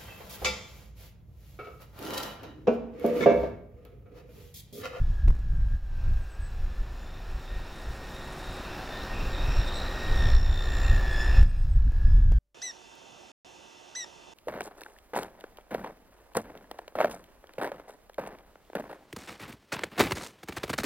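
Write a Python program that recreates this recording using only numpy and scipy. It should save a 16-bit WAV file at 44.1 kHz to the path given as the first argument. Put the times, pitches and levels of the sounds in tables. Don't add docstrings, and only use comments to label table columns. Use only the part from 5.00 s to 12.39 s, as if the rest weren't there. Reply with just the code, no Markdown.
import sys
import numpy as np
from scipy import signal
from scipy.fft import rfft, irfft
from scipy.io import wavfile
from scipy.ndimage import uniform_filter1d

SR = 44100
rng = np.random.default_rng(int(sys.argv[2]) if len(sys.argv) > 2 else 0)


def dump(signal):
    limited = np.clip(np.atleast_2d(signal).T, -1, 1)
    pcm = np.round(limited * 32767).astype(np.int16)
    wavfile.write(sys.argv[1], SR, pcm)


N = 325760
TIME = np.arange(N) / SR
FREQS = np.maximum(np.fft.rfftfreq(N, 1 / SR), 1)
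TEETH = 29

# t/s, length/s, harmonic number, boost/dB, slide in tooth rate/Hz
SQUEALS = [(0.225, 0.099, 1, 9, 1), (0.55, 0.19, 1, 4.5, 0), (0.735, 0.056, 1, 7.5, -7),
           (1.183, 0.16, 1, 0.5, -1.5), (1.44, 0.089, 1, 5.5, 7.5), (1.817, 0.11, 1, 5.5, 14.5),
           (1.85, .2, 4, 2.5, -1.5), (2.04, 0.14, 4, 11, -0.5), (2.032, 0.064, 2, 10, 4.5),
           (2.136, 0.13, 2, 10.5, 10), (2.46, 0.12, 4, 8, 1), (2.48, 0.2, 2, 7, 0), (2.547, 0.1, 1, 12, 11),
           (2.756, 0.2, 2, 6, 1.5), (2.83, 0.083, 1, 5.5, 7), (3.05, 0.12, 1, 8, -0.5),
           (3.19, 0.162, 2, 5, 11), (3.26, 0.13, 1, 8, 2), (3.58, 0.31, 2, 7.5, 0),
           (3.965, 0.16, 2, 12, 40.5), (3.967, 0.081, 1, 13, 3), (4.114, 0.076, 1, 13.5, -5),
           (4.33, 0.14, 4, 4, 1), (4.392, 0.1301, 2, 12.5, 8.5), (4.54, 0.09, 4, 3.5, 1.5),
           (4.552, 0.18, 3, 12.5, 0.5), (4.611, 0.058, 2, 8, -1.5), (4.69, 0.074, 2, 9, 1.5),
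           (4.783, 0.116, 2, 7.5, 22.5), (5.202, 0.27, 2, 8, -1.5), (5.324, 0.27, 3, 12, 1.5),
           (5.36, 0.14, 4, 2.5, -1), (5.6, 0.073, 2, 5.5, 2), (5.878, 0.2, 4, 7.5, 1),
           (6.237, 0.21, 3, 9.5, 1), (6.242, 0.11, 4, 7.5, 1.5), (6.662, 0.43, 3, 17, -0.5),
           (7.06, .1, 1, 6.5, 17.5), (7.1, 0.18, 3, 12, 3)]


def whine(turns, wobble_rad=0.33, flicker_db=1.55):
    # t/s, first harmonic/dB, higher harmonics/dB
    strengths = [(0.0, -9.5, -23), (0.95, -4.5, -28), (1.3, -7, -30), (1.8, -15, -23), (2.0, -15.5, -28),
                 (3.2, -16.5, -22.5), (3.75, -22, -30), (4.2, -16.5, -22.5), (4.9, -10.5, -18.5),
                 (5.27, -3, -19.5), (5.5, -6.5, -11.5), (5.75, -1, -13.5), (6.05, -1, -19),
                 (6.22, 4.5, -13.5), (6.55, -5, -23.5), (6.85, -7, -32.5), (7.38, -0.5, -13)]
    # trim/dB, throb sharpness, share of rasp/0-1, rasp width/Hz,
    # pitch pull at top speed/Hz, readiness to turn pure/0-1, pitch sag in a bite/Hz
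    harmonics = [(1.0, 2.0, 0.09, 84, -10, 0.85, 25), (5.5, 2.0, 0.62, 150, 140, 0.85, 55),
                 (-2.5, 0.7, 0.75, 150, -10, 0.25, 45), (-3.5, 2.1, 0.5, 110, -9, 0.4, 85)]
    first_db, higher_db = in_time(strengths)
    levels_db = [load() + (first_db if k == 1 else higher_db) + squeal_db(k) + flicker_db * drift(8)
                 for k in range(1, len(harmonics) + 1)]
    tooth_hz, chatter, out = tooth_rate(), chattering(), 0
    wobble = wobble_rad * np.sin(4 * np.pi * turns + 0.8)
    pull = np.interp(tooth_hz, [1842, 1890], [0, 1]) * np.sin(2 * np.pi * turns)
    for k, (trim_db, sharpness, rasp, width_hz, pull_hz, purity, sag_hz) in enumerate(harmonics, 1):
        steadying = from_db(-purity * squeal_db(k))
        rasp = np.clip(rasp * (1 - purity * chatter ** 2) * steadying, 0, 1)
        noise = drift(2 * width_hz) + 1j * drift(2 * width_hz)
        grain = np.sqrt(1 - rasp) + np.sqrt(rasp / 2) * noise
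        sag = chatter * np.sqrt(steadying) * np.cos(2 * np.pi * turns + 0.3 * drift(2.9))
        bend = (sag_hz * sag + pull_hz * pull) * TEETH / tooth_hz
        phase = 2 * np.pi * k * TEETH * turns + wobble + bend
        tone = ring_and_dip(np.real(grain * np.exp(1j * phase)) * throb(turns, sharpness))
        tone = tone + from_db(-10) * echoes(tone, decay_s=0.012)
        loudness = np.sqrt(uniform_filter1d(tone ** 2, size=2940) + 1e-9)
        out = out + from_db(levels_db[k - 1] + trim_db) * tone / loudness
    return out


def throb(turns, sharpness, uneven_db=0.6):
    # t/s, length/s, boost/dB
    bounces = [(3.45, 0.63, 27), (4.68, 0.045, 33), (6.05, 0.075, 28), (6.21, 0.063, 30), (6.37, 0.049, 34)]
    bounce = from_db(-28 + boosts(bounces))
    count = int(turns[-1]) + 2
    luck = np.interp(turns, np.arange(count), rng.standard_normal(1000)[:count])
    angle = 2 * np.pi * turns + 0.25 * drift(60)
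    bite = sharpness * (0.15 + 0.7 * chattering()) * np.cos(angle)
    return from_db(uneven_db * luck) * (np.exp(bite) + bounce * np.exp(-bite))


def ring_and_dip(tone, dip_hz=2000, dip_width_hz=260):
    # f/Hz, width/Hz, gain
    resonances = [(1730, 38, 0.8), (1856, 42, 1.9)]
    ringing = sum(gain * signal.lfilter(*signal.iirpeak(hz, hz / width, SR), tone)
                  for hz, width, gain in resonances)
    return signal.lfilter(*signal.iirnotch(dip_hz, dip_hz / dip_width_hz, SR), tone + ringing)


def tooth_rate():
    # t/s, tooth rate/Hz
    speed = [(0.0, 1725), (0.22, 1637), (0.42, 1685), (0.6, 1583), (0.78, 1633), (0.97, 1567), (1.18, 1613),
             (1.33, 1595), (1.5, 1690), (1.85, 1765), (2.02, 1770), (2.16, 1826), (2.35, 1820),
             (2.55, 1846), (3.08, 1850), (3.27, 1861), (3.6, 1845), (3.87, 1809), (4.25, 1836),
             (4.42, 1859), (4.66, 1847), (4.8, 1871), (5.12, 1864), (5.32, 1808), (5.55, 1802),
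             (5.87, 1802), (6.11, 1725), (6.2, 1736), (6.34, 1755), (6.55, 1686), (6.97, 1663),
             (7.17, 1687), (7.38, 1580)]
    slides = sum(slide_hz * (TIME - s) / length * swell(s, 2 * length)
                 for s, length, _, _, slide_hz in SQUEALS)
    return in_time(speed)[0] + slides


def squeal_db(harmonic):
    return boosts([(s, length, db) for s, length, number, db, _ in SQUEALS if round(number) == harmonic])


def load():
    # t/s, level/dB
    cutting = [(0.0, -55.5), (0.4, -60.5), (0.75, -59), (0.8, -64), (1.02, -54.5), (1.25, -55.5),
               (2.3, -49.5), (3.8, -41), (5.29, -38.5), (5.42, -45.5), (5.8, -40.5), (6.05, -41),
               (6.4, -41), (6.47, -56.5), (6.85, -59.5), (6.97, -56), (7.15, -56.5), (7.28, -61.5)]
    return in_time(cutting)[0]


def chattering():
    # t/s, chatter/0-1
    judder = [(0, 0), (1.3, 0.13), (1.5, 0.1), (2.3, 0.32), (2.55, 0.09), (3.3, 0.31), (4.32, 0.42),
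              (4.41, 0), (4.5, 0.6), (4.61, 0.5), (4.68, 0.5), (4.78, 0.3), (4.95, 0.37), (5.15, .95),
              (6.4, 0.99), (6.78, 0.95), (7.0, 0.06)]
    return np.clip(in_time(judder)[0], 0, 1)


def abrasion(turns, reference_load_db=-37):
    # f/Hz, level/dB
    rush_colour = [(60, 1.5), (200, -1), (420, -5), (600, -4), (1100, -7), (1800, -8), (2050, -15.5),
                   (2600, -13.5), (3200, -18.5), (4050, -16), (4700, -21.5), (5600, -17.5), (6200, -35),
                   (11000, -41)]
    # f/Hz, level/dB
    spray_colour = [(2000, -27), (4000, -7), (5500, 0), (6400, 11), (8200, 3.5), (10500, 2), (15000, 4),
                    (16000, 3.5)]
    # f/Hz, width/Hz, level/dB
    resonances = [(2500, 210, 6.5), (2700, 61, 10)]
    # t/s, length/s, boost/dB
    ring_outs = [(1.25, 0.7, 8), (3.73, 0.14, 14), (4.16, 0.12, 10.5), (4.48, 0.3, 8), (5.92, 0.4, 7),
                 (6.36, 0.2, 11), (6.54, 0.12, 13)]
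    extra_load_db = load() - reference_load_db
    ring_db = -54.5 + 1.14 * extra_load_db + boosts(ring_outs) + 2.5 * drift(4.5)
    spray_db = -56.5 + 0.71 * extra_load_db + 0.9 * drift(13)
    peaks = sum(from_db(db) / (1 + ((FREQS - hz) / (width / 2)) ** 2) for hz, width, db in resonances)
    rush = from_db(load() + 2) * grit(colour(rush_colour), turns, grain_db=0.5, bite=0.072)
    ring = from_db(ring_db) * grit(peaks, turns, grain_db=3.0, bite=0.2)
    spray = from_db(spray_db) * grit(colour(spray_colour), turns, grain_db=1.0, bite=0.1)
    return rush + ring + spray


def grit(gain, turns, grain_db, bite):
    scratches = rng.standard_normal(N) * from_db(grain_db * drift(440))
    pulse = 1 + bite * chattering() * np.cos(2 * np.pi * turns)
    return rms_one(irfft(rfft(scratches * pulse) * gain, N))


def screech(turns, width_hz=300, sag_hz=110):
    # t/s, length/s, centre f/Hz, level/dB
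    catches = [(2.5, 0.19, 3630, -65), (3.17, 0.25, 3730, -59), (3.55, .2, 3797, -56),
               (4.0, 0.11, 3880, -53.5), (4.34, .09, 3720, -51), (4.61, 0.077, 3900, -49.5),
               (4.79, 0.17, 3934, -44), (5.08, 0.16, 3800, -59), (5.24, 0.16, 3580, -46.5),
               (5.33, .09, 4100, -50), (5.62, 0.32, 4000, -54.5), (5.86, 0.17, 3992, -51)]
    rasp = (drift(width_hz) + 1j * drift(width_hz)) * throb(turns, sharpness=1.6)
    rasp = rasp / np.sqrt(uniform_filter1d(np.abs(rasp) ** 2, size=4410) / 2)
    rasp = rasp * np.exp(1j * sag_hz * TEETH / tooth_rate() * np.cos(2 * np.pi * turns))
    return sum(from_db(db) * swell(s, length) * np.real(rasp * np.exp(2j * np.pi * hz * TIME))
               for s, length, hz, db in catches)


def sparks(turns, flurry_db=1.5):
    # t/s, length/s, level/dB
    showers = [(2.8, .25, -67), (3.38, 0.53, -60.5), (5.17, .2, -63), (6.24, 0.28, -64)]
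    # f/Hz, level/dB
    fizz_colour = [(4500, -25), (6800, -0.5), (8400, -5), (10000, -6), (11500, -10), (16000, -25)]
    strength = sum(from_db(db) * swell(s, length) for s, length, db in showers)
    fizz = grit(colour(fizz_colour), turns, grain_db=3.5, bite=0.2)
    return strength * from_db(flurry_db * drift(16)) * fizz


def hum(limit_db=-37.0, waver_rad=0.47):
    # f/Hz, relative level/dB
    tones = [(369.3, -13.5), (540, -17.5), (738, -28.5), (756, -17), (820, -22.5), (1229, -27.5),
             (1383, -21)]
    level_db = np.minimum(load() + 2, limit_db)
    chord = sum(from_db(db) * np.sin(2 * np.pi * hz * TIME + waver_rad * drift(3.3)) for hz, db in tones)
    return np.sqrt(2) * from_db(level_db) * chord


def tick(start_s=4.8, ring_s=0.022):
    pitches = [7360, 7950, 8500, 9000, 9300]
    age = np.clip(TIME - start_s, 0, 10 * ring_s)
    tones = sum(np.sin(2 * np.pi * hz * age) * rng.normal(0, 1) for hz in pitches)
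    return from_db(-49.5 - 60 * age / ring_s) * tones


def wind(split_hz=55, fade_s=0.01):
    # t/s, level/dB
    breeze = [(0.0, -21), (0.2, -29.5), (0.4, -29.5), (0.7, -25.5), (0.8, -37.5), (0.95, -28.5), (1.2, -28),
              (1.3, -41), (1.7, -31.5), (2.0, -38.5), (3.9, -46.5), (4.2, -30), (4.7, -30), (5.03, -36.5),
              (5.12, -20.5), (5.5, -25), (5.68, -26), (6.3, -23.5), (6.55, -24), (6.93, -24.5),
              (7.12, -18.5), (7.38, -16.5)]
    # t/s, length/s, peak level/dB
    gusts = [(0.019, 0.021, -21), (0.104, 0.021, -24), (0.278, 0.078, -14), (0.52, 0.036, -18.5),
             (0.588, 0.021, -23), (0.611, 0.1, -24.5), (0.744, 0.044, -20.5), (0.842, 0.026, -27),
             (1.094, 0.11, -21), (1.16, 0.028, -25), (1.42, 0.064, -29), (1.63, 0.1, -25.5),
             (1.812, 0.026, -20.5), (2.341, 0.11, -31), (2.563, 0.1, -32), (2.885, 0.042, -30),
             (3.495, 0.029, -33.5), (4.48, 0.11, -23.5), (4.588, 0.046, -18.5), (5.196, 0.044, -36),
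             (5.266, 0.036, -17), (5.354, 0.058, -14.5), (5.404, 0.074, -19.5), (5.496, 0.1, -22),
             (5.844, 0.074, -25.5), (5.936, 0.1, -16), (6.22, 0.043, -23), (6.31, 0.085, -22.5),
             (6.407, 0.08, -11), (6.645, 0.055, -21), (6.775, 0.12, -19), (6.871, 0.042, -16.5),
             (6.977, 0.043, -25.5), (7.063, 0.059, -16.5), (7.15, 0.087, -15), (7.304, 0.031, -22)]
    # f/Hz, level/dB
    rumble_colour = [(12, -15.5), (22, 7), (35, -1), (60, -3.5), (100, -15), (150, -26), (220, -37.5),
                     (400, -53), (800, -96)]
    large_share = 1 / (1 + (FREQS / split_hz) ** 8)
    large = swirls(colour(rumble_colour) * np.sqrt(large_share), size=2600)
    small = swirls(colour(rumble_colour) * np.sqrt(1 - large_share), size=1600)
    gust_power = sum((from_db(db) * swell(s, length)) ** 2 for s, length, db in gusts)
    strength = np.sqrt(from_db(in_time(breeze)[0]) ** 2 + gust_power)
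    fade = np.sin(np.pi / 2 * np.clip(np.minimum(TIME, TIME[-1] - TIME) / fade_s, 0, 1))
    return fade * strength * rms_one(large + small)


def swirls(gain, size):
    rumble = irfft(rfft(rng.standard_normal(N)) * gain, N)
    lumps = uniform_filter1d(uniform_filter1d(rumble ** 2, size=size), size=size // 2)
    return rumble.std() * rms_one(rumble / np.sqrt(lumps))


def crackles(dull_hz=1000, boost_db=3.0):
    # t/s, relative peak level/dB
    snaps = [(.2812, -26.5), (.284, -32), (.294, -35), (.3052, -29), (.329, -41), (.3514, -38.5),
             (.3655, -42), (.3912, -41), (6.429, -26), (6.822, -44), (6.9205, -36.5), (6.951, -42),
             (7.3212, -26), (7.338, -39)]
    out, age = np.zeros(N), np.arange(600) / SR
    for s, db in snaps:
        sputter = rng.standard_normal(len(age)) * np.exp(-age / 0.002)
        knock = 1.45 * np.exp(-age / 0.0016)
        snap = signal.lfilter(*signal.butter(1, dull_hz, fs=SR), sputter + knock)
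        at = int(s * SR)
        out[at:at + len(age)] += from_db(db + boost_db) * snap / np.abs(snap).max()
    return out


def bird(trim_db=-2.8, waver=0.014, echo_db=-2):
    # t/s, top f/Hz, length/s, relative level/dB
    chirps = [(1.197, 8630, 0.048, -72), (1.284, 8570, .08, -68), (1.397, 8670, 0.18, -61.5),
              (4.56, 8860, 0.045, -65), (4.647, 8960, 0.051, -62), (4.732, 8500, 0.054, -55),
              (6.095, 8735, 0.05, -60.5), (6.203, 8800, 0.058, -66), (6.401, 9130, 0.029, -62),
              (6.47, 8900, 0.045, -68), (6.554, 9080, 0.1, -72.5), (6.686, 8710, 0.07, -69.5)]
    # t/s from its start, share of the top pitch, relative level/dB
    shape = [(0, 0.85, -14), (.009, 0.94, 1.5), (.017, 1, -2.5), (.026, 0.92, 5), (.036, .925, 3),
             (.05, .915, 2.5), (.063, .95, 1), (.078, 0.88, 3), (.095, .89, -12)]
    ages, ratios, shape_db = np.transpose(shape)
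    out = np.zeros(N)
    unsteady = 1 + waver * drift(560)
    for s, top_hz, length, db in chirps:
        age, at = np.arange(int(length * SR)) / SR, int(s * SR)
        pitch = top_hz * np.interp(age, ages, ratios) * unsteady[at:at + len(age)]
        fade = np.clip(np.minimum(age, length - age) / .005, 0, 1)
        strength = fade * from_db(db + trim_db + np.interp(age, ages, shape_db))
        out[at:at + len(age)] += strength * np.sin(2 * np.pi * np.cumsum(pitch) / SR)
    return out + from_db(echo_db) * echoes(out, decay_s=0.02)


def echoes(x, decay_s):
    tail = rng.standard_normal(SR // 10) * np.exp(-TIME[:SR // 10] / decay_s)
    return signal.fftconvolve(x, tail / np.linalg.norm(tail))[:N]


def spread(x):
    # f/Hz, side compared with middle/dB
    width = [(30, -58.5), (80, -70), (170, -37.5), (320, -28.5), (700, -26), (1400, -28), (2800, -20),
             (5500, -17.5), (9000, -9), (14000, -8)]
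    random_turns = np.cumsum(rng.normal(0, 1, len(FREQS))) / 200
    scatter = np.exp(2j * np.pi * (random_turns - FREQS * 0.01))
    side = irfft(rfft(x) * colour(width) * scatter, N)
    return np.array([x + side, x - side])


def from_db(db):
    return 10 ** (np.asarray(db) / 20)


def rms_one(x):
    return x / np.sqrt(np.mean(x ** 2) + 1e-20)


def in_time(rows):
    s, *columns = np.transpose(rows)
    return [np.interp(TIME, s, column) for column in columns]


def colour(points):
    hz, db = np.transpose(points)
    return from_db(np.interp(np.log(FREQS), np.log(hz), db))


def drift(rate):
    return rms_one(irfft(rfft(rng.standard_normal(N)) / (1 + (FREQS / rate) ** 2) ** 2, N))


def swell(s, length):
    return np.exp(-np.log(2) * np.minimum((2 * (TIME - s) / length) ** 2, 50))


def boosts(rows):
    return sum(db * swell(s, length) for s, length, db in rows)


def scene():
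    turns = np.cumsum(tooth_rate()) / (TEETH * SR)
    grinding = whine(turns) + screech(turns) + abrasion(turns) + sparks(turns)
    return spread(grinding + tick() + hum() + bird() + wind() + crackles())


def record(dry):
    return signal.sosfilt(signal.ellip(10, .1, 80, 15750, fs=SR, output="sos"), dry)


dry = scene()
out = record(dry)
dump(out)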